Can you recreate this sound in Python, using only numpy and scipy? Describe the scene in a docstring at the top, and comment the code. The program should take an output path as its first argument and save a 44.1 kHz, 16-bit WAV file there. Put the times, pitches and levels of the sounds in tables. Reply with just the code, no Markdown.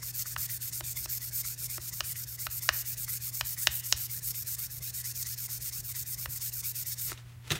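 """A small workshop with mains hum and a low rush of air, one microphone across the bench.
A block in wet sandpaper rubs to and fro along a hand-held knife blade, about eight strokes a second.
Scratch noise makes the grit's hiss, and swept resonances make hollow notes that slide with the block.
Now and then the block knocks against the handle, and the gripped knife answers with short dying modes.
At the end it slips off the tip and is put down on the covered bench, with brushing noise and quick touches."""
import sys
import numpy as np
from scipy import signal
from scipy.fft import rfft, irfft
from scipy.io import wavfile

SR = 44100
rng = np.random.default_rng(int(sys.argv[2]) if len(sys.argv) > 2 else 0)


def waveform_to_disk(signal):
    """Save audio, clipped to [-1, 1], as 16-bit WAV at the path in sys.argv[1]."""
    frames = np.transpose(np.atleast_2d(signal))
    scaled = np.clip(frames, -1, 1) * 32767
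    samples = np.round(scaled).astype(np.int16)
    wavfile.write(sys.argv[1], SR, samples)


N = 334719
TIME = np.arange(N) / SR  # s
BINS = np.fft.rfftfreq(N, 1 / SR)  # Hz
LIFT_OFF = 7.15  # s, the last stroke ends


def amp(db):
    """Decibels to gain."""
    return 10 ** (np.asarray(db) / 20)


def unit(x):
    """Scales to rms 1."""
    return x / np.sqrt(np.mean(x ** 2) + 1e-20)


def peaked(x, db):
    """Scales to a peak level."""
    return amp(db) * x / abs(x).max()


def read(points, hz):
    """Reads a table of values against frequency on a log-frequency axis."""
    f, value = np.transpose(points)
    return np.interp(np.log(hz + 1), np.log(f + 1), value)


def add(mix, s, sound):
    """Mixes a sound in at time s."""
    part = mix[round(s * SR):][:len(sound)]
    part += sound[:len(part)]


def coloured(x, db):
    """Gives x a spectrum, at rms 1."""
    return unit(irfft(rfft(x) * amp(db), N))


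def noise():
    """White noise as long as the scene."""
    return rng.standard_normal(N)


def wander(hz):
    """Random drift of rms 1, rolled off steeply above hz."""
    return unit(irfft(rfft(noise()) / (1 + (BINS / hz) ** 4), N))


def grit(per_s, spread_db, share):
    """Countless tiny scratches as steady noise, plus a share of separate larger ones."""
    fine = noise()
    size = amp(spread_db * np.minimum(rng.exponential(1, N), 4))
    struck = rng.random(N) < per_s / SR
    grains = noise() * size * struck
    return unit(fine + share * unit(grains))


def resonate(x, hz, width):
    """A resonance that follows the curve hz: x is turned down to zero, smoothed and turned back."""
    turn = np.exp(2j * np.pi * np.cumsum(hz) / SR)
    r = np.exp(-np.pi * width / SR)
    return unit((turn * signal.lfilter([1 - r], [1, -r], x / turn)).real)


def ring(modes, detune, spread_db=0):
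    """Dying modes of alternating sign; the grip shifts their pitch, the place of the blow their strength."""
    t = TIME[:SR // 4]
    out = np.zeros(len(t))
    chance = rng.uniform(-1.24, 1, (len(modes), 2))
    for k, ((hz, db, t60), (shift, strength)) in enumerate(zip(modes, chance)):
        fade = amp(db + spread_db * strength - 60 * t / t60)
        out += (-1) ** k * fade * np.sin(2 * np.pi * hz * (1 + detune * shift) * t)
    return out


# Mains hum before its slow waver: [f/Hz, rms level/dB]
HUM_TONES = [(120, -49.5), (240, -78.5), (360, -83)]
# Spectrum shape of the air in the workshop: [f/Hz, relative level per Hz/dB]
AIR_SPECTRUM = [(20, -27.5), (35, -3), (55, 6.5), (90, 7.5), (150, -2), (210, -12), (280, -12), (500, -19),
                (1500, -17.5), (2600, -19), (4000, -26), (16000, -27)]


def workshop(air_db=-56, waver_db=0.7, waver_hz=9):
    """Slightly wavering mains hum over a low rush of air."""
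    hum = np.zeros(N)
    for hz, db in HUM_TONES:
        hum += amp(db) * np.sqrt(2) * np.sin(2 * np.pi * (hz * TIME + rng.random()))
    air = amp(air_db) * coloured(noise(), read(AIR_SPECTRUM, BINS))
    return hum * amp(waver_db * wander(waver_hz)) + air


# Spectrum shape of the shaken bench: [f/Hz, relative level per Hz/dB]
RUMBLE_SPECTRUM = [(20, -72), (50, 2.5), (85, -9), (150, -0.5), (230, -21), (600, -23.5), (2000, -70)]


def handling(rumble_db=-61.0, swing_db=3.5, swing_hz=11):
    """The working arms shake the bench: low noise of unsteady level that ends at lift-off."""
    level = amp(rumble_db + swing_db * wander(swing_hz))
    working = np.clip((LIFT_OFF - TIME) * 20, 0, 1)
    return level * working * coloured(noise(), read(RUMBLE_SPECTRUM, BINS))


# Pace of the hand, even between points; even-numbered strokes run towards the handle: [t/s, strokes done]
HAND_PACE = [(.01, 0), (.943, 8), (1.076, 9), (1.43, 12), (1.564, 13), (2.605, 22), (2.713, 23), (2.96, 25),
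             (3.061, 26), (3.196, 27), (3.432, 29), (4.21, 35), (4.923, 41), (5.244, 44), (5.598, 47),
             (6.161, 52), (6.513, 55), (6.956, 59)]


def hand_motion(tip_lead=0.021):
    """Stroke number, phase within it (0 to 1), direction and place of the block along the blade."""
    times, done = np.transpose(HAND_PACE)
    done = np.round(done)
    progress = np.interp(TIME, np.append(times, LIFT_OFF), np.append(done, done[-1] + 1))
    # strokes towards the tip set off early by this share of a stroke
    progress += tip_lead * np.sin(np.pi / 2 * progress) ** 2
    stroke, phase = progress.astype(int), progress % 1
    push = stroke % 2 - 0.5  # +0.5 towards the tip, -0.5 towards the handle
    place = (1 - np.cos(np.pi * progress)) / 2  # 0 at the tip, 1 at the handle
    return stroke, phase, push, place


def hand_pressure(stroke, phase, ease_db=-0.6, stop_db=-15, stop_s=0.0091, stuck_db=-3, breakaway=0.11):
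    """Gain from the hand's press: unsteady, easing along each stroke, lower while the wet paper clings."""
    # a knock stops the block dead, ahead of the turn
    stopped = np.zeros(N)
    for at, *_ in HANDLE_KNOCKS:
        stopped += np.exp(-((TIME - at - stop_s) / (0.5 * stop_s)) ** 4)
    unsteady = 0.98 * wander(26) + 1.18 * wander(210)  # dB: slow pressure, quick chatter
    unsteady += 1.34 * noise()[stroke]  # dB: no two strokes are quite alike
    # the paper clings at each turn, then breaks loose at this share of the stroke
    clinging = np.clip((breakaway - phase) * 20 + 0.5, 0, 1)
    db = stuck_db * clinging + ease_db * (phase - 0.5) + unsteady + stop_db * stopped
    return amp(db) * (TIME < LIFT_OFF)


def stroke_db(phase, rise, fall, start_db, stop_db, arch_db, rest=0.021):
    """Level within a stroke: the block gathers speed, glides, brakes and rests for a share of the stroke."""
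    starting = np.cos(np.pi / 2 * np.clip(phase / rise, 0, 1)) ** 2
    stopping = np.clip(1 - (1 - rest - phase) / fall, 0, 1) ** 2
    return start_db * starting + stop_db * stopping + arch_db * np.sin(np.pi * phase)


def shifting(x, depth_db, count=7):
    """Broad bands swell and sink on their own as the wet paper rocks on the steel; the lowest holds the bass."""
    centres, spectrum = np.linspace(3500, 15500, count), rfft(x)
    out = np.zeros(N)
    for band in np.eye(count):
        part = irfft(spectrum * np.interp(BINS, centres, band), N)
        out += part * amp(depth_db * wander(6.8))
    return out


# Spectrum shapes of coarse rasp and fine fizz: [f/Hz, relative level per Hz/dB]
RASP_SPECTRUM = [(300, -36), (800, -67), (1400, -14.5), (2800, -13), (3700, -9), (4600, -3.5), (5400, 1),
                 (6600, 0.5), (9800, -0.5), (11500, -15.5), (16000, -55)]
FIZZ_SPECTRUM = [(4000, -45.5), (8000, -4), (10500, -6), (12300, 1), (14500, 2), (16000, -2)]
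# Peaks and dips of blade and block: [f/Hz, width/Hz, level/dB]
BLADE_PEAKS = [(2690, 280, 3), (3140, 200, -0.5), (3674, 75, 4), (4000, 140, -1), (4500, 147, 5.5),
               (5256, 120, 4.5), (5600, 200, 0.5), (6670, 520, 3.5), (10400, 230, -4)]
# How hard the paper bites, before the trims below: [t/s, rasp level/dB, fizz level/dB]
PAPER_BITE = [(0, -36.5, -34), (.4, -35.5, -32.5), (.75, -37.5, -34.5), (1.35, -37, -32.5),
              (1.6, -37.5, -35), (2.25, -37.5, -34.5), (2.55, -38, -33), (2.9, -37, -32.5),
              (3.15, -37, -33.3), (3.6, -38, -33), (4.0, -38, -33), (4.499, -36.5, -33), (4.8, -39, -36.5),
              (5.4, -38.5, -36), (5.8, -38.5, -35.5), (6.3, -38.5, -34), (7.0, -37.5, -34)]
# Swell and stop of each stroke; the fizz needs more speed than the rasp. One row each:
# [rise/share of stroke, fall/share of stroke, level at start/dB, level at stop/dB, extra at mid-stroke/dB]
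RASP_SWELL = (0.2227, 0.12, -12.5, -28, -3)
FIZZ_SWELL = (0.26, 0.1448, -20.5, -35, 3.0)
# Hollow notes, loudest shortly after a turn: columns as above
HOLLOW_SWELL = (0.1, 0.34, -6, -17, -4.5)
# Hollow notes under the hand, before drift: [f at tip/Hz, f at handle/Hz, level at tip/dB, level at handle/dB]
HOLLOW_NOTES = [(1105, 1810, -26.5, -18.5), (2040, 2550, -15.5, -22.5), (3710, 4000, -21.5, -20)]


def hollow_notes(judder, place, width_hz=330, drift=0.05, flutter_db=2.5):
    """Scratches drive resonances whose pitch and level slide with the block."""
    out = np.zeros(N)
    for tip_hz, handle_hz, tip_db, handle_db in HOLLOW_NOTES:
        grip = 1 + drift * wander(5)
        hz = grip * (tip_hz + (handle_hz - tip_hz) * place)
        note = resonate(grit(1300, 4.0, 0.61), hz, width_hz)
        note = resonate(note, hz, width_hz)  # the second pass steepens the skirts
        out += judder * amp(tip_db + (handle_db - tip_db) * place + flutter_db * wander(20)) * note
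    return out


def sanding(rasp_db=-3.5, fizz_db=-4.5, hollow_db=-1.7, tip_rasp_db=3.0, tip_fizz_db=3.0, lift_s=0.09):
    """Grit scratches the steel while the block moves, and sinks at each turn; hollow notes slide with it."""
    stroke, phase, push, place = hand_motion()
    s, rasp_bite, fizz_bite = np.transpose(PAPER_BITE)
    press = hand_pressure(stroke, phase)
    # the factors of push are level differences between strokes to the tip and to the handle (dB)
    drag = press * amp(np.interp(TIME, s, rasp_bite) - 0.8 * push)
    coarse = drag * amp(stroke_db(phase, *RASP_SWELL))
    judder = drag * amp(hollow_db - 1.2 * push + stroke_db(phase, *HOLLOW_SWELL))
    fine = press * amp(np.interp(TIME, s, fizz_bite) + stroke_db(phase, *FIZZ_SWELL))
    fine *= np.clip((LIFT_OFF - TIME) / lift_s, 0, 1)  # the fizz goes first as the paper leaves the steel

    body = sum(db * np.exp(-((BINS - hz) / width) ** 2) for hz, width, db in BLADE_PEAKS)
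    rasp = coloured(grit(3000, 2.2, 0.4), read(RASP_SPECTRUM, BINS) + body)
    fizz = coloured(grit(5000, 2.08, 0.27), read(FIZZ_SPECTRUM, BINS) + body)
    # the free tip sounds more readily than the gripped end
    towards_tip = 0.5 - place
    hiss = amp(rasp_db + tip_rasp_db * towards_tip) * coarse * rasp
    hiss += amp(fizz_db + tip_fizz_db * towards_tip) * fine * fizz
    return shifting(hiss, depth_db=1.22) + hollow_notes(judder, place)


# Coarse grit snags under the paper: [t/s, peak level/dB, f/Hz]
GRIT_SNAGS = [(0.029, -41, 1400), (0.194, -25.5, 7000), (.258, -38.5, 1380), (0.496, -39.5, 2150),
              (1.450, -44, 1310), (2.157, -40.5, 2260), (3.082, -40.5, 1350), (4.346, -43, 2060),
              (5.489, -46, 1210)]


def snags(length_s=0.0021):
    """Short scrapes where a coarse grain catches: noise bursts in a band around one frequency."""
    out, t = np.zeros(N), TIME[:SR // 20]
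    for s, db, hz in GRIT_SNAGS:
        scrape = t * np.exp(-t / length_s) * rng.standard_normal(len(t))
        band = signal.butter(2, [0.77 * hz, 1.29 * hz], "band", fs=SR)
        add(out, s - length_s, peaked(signal.lfilter(*band, scrape), db))  # its swell peaks at s
    return out


# The block meets the handle, last of all slips off the tip: [t/s, peak level/dB, lowest f/Hz, hardness f/Hz]
HANDLE_KNOCKS = [(0.363, -20.5, 930, 1080), (.8080, -25.5, 335, 2200), (1.058, -28.5, 336, 2440),
                 (1.7801, -30, 413, 1030), (2.006, -15, 510, 3540), (2.4675, -21, 546, 2250),
                 (2.6899, -7, 664, 2700), (3.4102, -14.5, 576, 2800), (3.6712, -6, 517, 4400),
                 (3.9253, -3.5, 530, 6440), (6.2580, -23, 503, 1960), (7.118, -27.5, 224, 1240)]
# Modes of the gripped knife before each blow's small shifts: [f/Hz, level/dB, t60/s]
KNIFE_MODES = [(356, -14, 0.057), (577, -16.5, 0.024), (1236, 3.5, 0.0052), (1425, 1.5, 0.008),
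               (1860, 1, 0.0066), (2550, -4.5, 0.015), (2870, 0.5, 0.011), (4130, 8.5, 0.004),
               (4760, 3.5, 0.0086), (5270, 10.5, 0.0054), (6850, 14.5, 0.0023), (12700, 0, 0.0022)]


def knife_contact(t, rattle_s=0.0013, rattle=0.17, rebound_s=0.001348, rebound=0.25):
    """Force of one blow: a click, a brief rattle, and a rebound about rebound_s later."""
    contact = rattle * np.exp(-t / rattle_s) * (rng.random(len(t)) - 0.5)
    contact[0] = 1
    contact[round(rebound_s * rng.uniform(0.7, 1.3) * SR)] += rebound
    return contact


def knocks(crack_db=-17, crack_s=0.0052, thud_db=-36, thud_lag=0.016, thud_s=0.0078, thud_hz=75):
    """Each knock cracks and rings the gripped knife; a moment later the jolt reaches the bench via the wrist."""
    out, t = np.zeros(N), TIME[:SR // 8]
    thud = t * np.exp(-t / thud_s) * np.sin(2 * np.pi * thud_hz * t)
    for s, db, low_hz, hard_hz in HANDLE_KNOCKS:
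        # a softer contact excites less treble
        blow = signal.lfilter(*signal.butter(2, min(hard_hz, SR / 3), fs=SR), knife_contact(t))
        modes = ring(KNIFE_MODES, detune=0.025, spread_db=2)
        knock = peaked(signal.fftconvolve(blow, modes)[:len(t)], 0)
        crack = np.diff(np.exp(-t / crack_s) * rng.standard_normal(len(t)), prepend=0)
        knock += peaked(crack, crack_db)
        # so small a body radiates little bass
        bass_cut = signal.butter(4, low_hz, "high", fs=SR, output="sos")
        add(out, s, peaked(signal.sosfilt(bass_cut, knock), db))
        add(out, s + thud_lag, peaked(thud, thud_db + 0.35 * db))
    return out


# Sleeve and wet paper brush the blade tip and the bench cover: [t at peak/s, level/dB, rise/s, fade/s]
BRUSH_STROKES = [(7.10, -44.5, 0.012, 0.036), (7.131, -45, 0.014, 0.0028), (7.185, -51.5, 0.014, 0.028),
                 (7.30, -58.5, 0.066, 0.061), (7.475, -49, 0.027, 0.047), (7.516, -29, 0.0086, 0.021),
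                 (7.556, -34, 0.0059, 0.018)]
# Spectrum shape of the brushing: [f/Hz, relative level per Hz/dB]
BRUSH_SPECTRUM = [(200, 1), (600, -4.5), (1800, 1.5), (3800, -1), (5000, -3.5), (8000, -3.5), (16000, -12)]
# Fingers and block touch down: [t/s, clack peak level/dB, bench thud peak level/dB]
TOUCH_DOWNS = [(7.176, -37, -96.5), (7.505, -17, -39), (7.510, -20, -27), (7.518, -15, -29.5),
               (7.53, -29, -28), (7.556, -32, -36)]
# Modes of the clack: [f/Hz, damping/Hz (t60 is 0.6 / damping), level/dB]
CLACK_MODES = [(1870, 42, -0.5), (2660, 38, 2.5), (3540, 100, 6.5), (3900, 18, -2.5), (4370, 110, -3),
               (5700, 58, -20), (6200, 110, 3), (8600, 150, -23)]
# Modes of the bench: [f/Hz, level/dB, t60/s]
BENCH_MODES = [(77, 3, 0.12), (153, 9, 0.087), (321, 1.5, 0.11), (394, 4, 0.075), (690, -5, 0.053),
               (1230, 3, 0.041)]


def put_down(brush_db=0, soft_hz=7500):
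    """The block leaves the blade, brushes the bench cover and lands in a few quick touches."""
    swells = []
    for s, db, rise_s, fade_s in BRUSH_STROKES:
        swells.append(amp(db) * np.exp(-np.maximum((s - TIME) / rise_s, (TIME - s) / fade_s)))
    level = np.max(swells, axis=0) * amp(0.7 * wander(68))
    rustle = coloured(grit(1200, 3.3, 0.81), read(BRUSH_SPECTRUM, BINS))
    dull = signal.lfilter(*signal.butter(2, min(soft_hz, SR / 3), fs=SR), rustle)
    firm = (level / level.max()) ** 0.12  # a light touch has less treble
    out = amp(brush_db) * level * (firm * rustle + (1 - firm) * dull)
    clack_modes = [(hz, db, 0.6 / damping) for hz, damping, db in CLACK_MODES]
    for s, clack_db, bench_db in TOUCH_DOWNS:
        add(out, s, peaked(ring(clack_modes, detune=0.022), clack_db))
        add(out, s, peaked(ring(BENCH_MODES, detune=0.04), bench_db))
    return out


# Decay of the workshop's diffuse tail: [f/Hz, t60/s]
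ROOM_DECAY = [(150, 0.54), (1000, 0.39), (3000, 0.62), (7000, 0.28), (15000, 0.24)]


def room(x, wet_db=-17.5, early_db=-16, echoes=6):
    """A few echoes from the bench and shelves, then a short diffuse tail of decaying noise."""
    hz, t, z = signal.stft(rng.standard_normal(SR // 2), SR, nperseg=256)
    decay = amp(-60 * t / read(ROOM_DECAY, hz)[:, None])
    tail = signal.istft(z * decay, SR, nperseg=256)[1]
    tail *= np.clip(TIME[:len(tail)] / 0.0065, 0, 1)  # the tail builds up over 6.5 ms
    response = amp(wet_db) * tail / np.linalg.norm(tail)
    delays = (rng.uniform(0.001, 0.007, size=echoes) * SR).astype(int)
    response[delays] += amp(early_db) * rng.choice([-1, 1], size=echoes) / np.sqrt(echoes)
    response[0] += 1  # the direct sound
    return signal.fftconvolve(x, response)[:N]


def scene():
    """Everything reaches one microphone across the bench, fed equally to both channels."""
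    work = sanding() + handling() + knocks() + snags() + put_down()
    mono = room(work) + workshop()
    return np.array([mono, mono])


def record(dry, edge_hz=15850):
    """A steep band limit: little passes above edge_hz."""
    lowpass = signal.firwin(511, edge_hz, window=("kaiser", 9), fs=SR)
    return signal.oaconvolve(dry, lowpass[None], "same")


dry = scene()
out = record(dry)
waveform_to_disk(out)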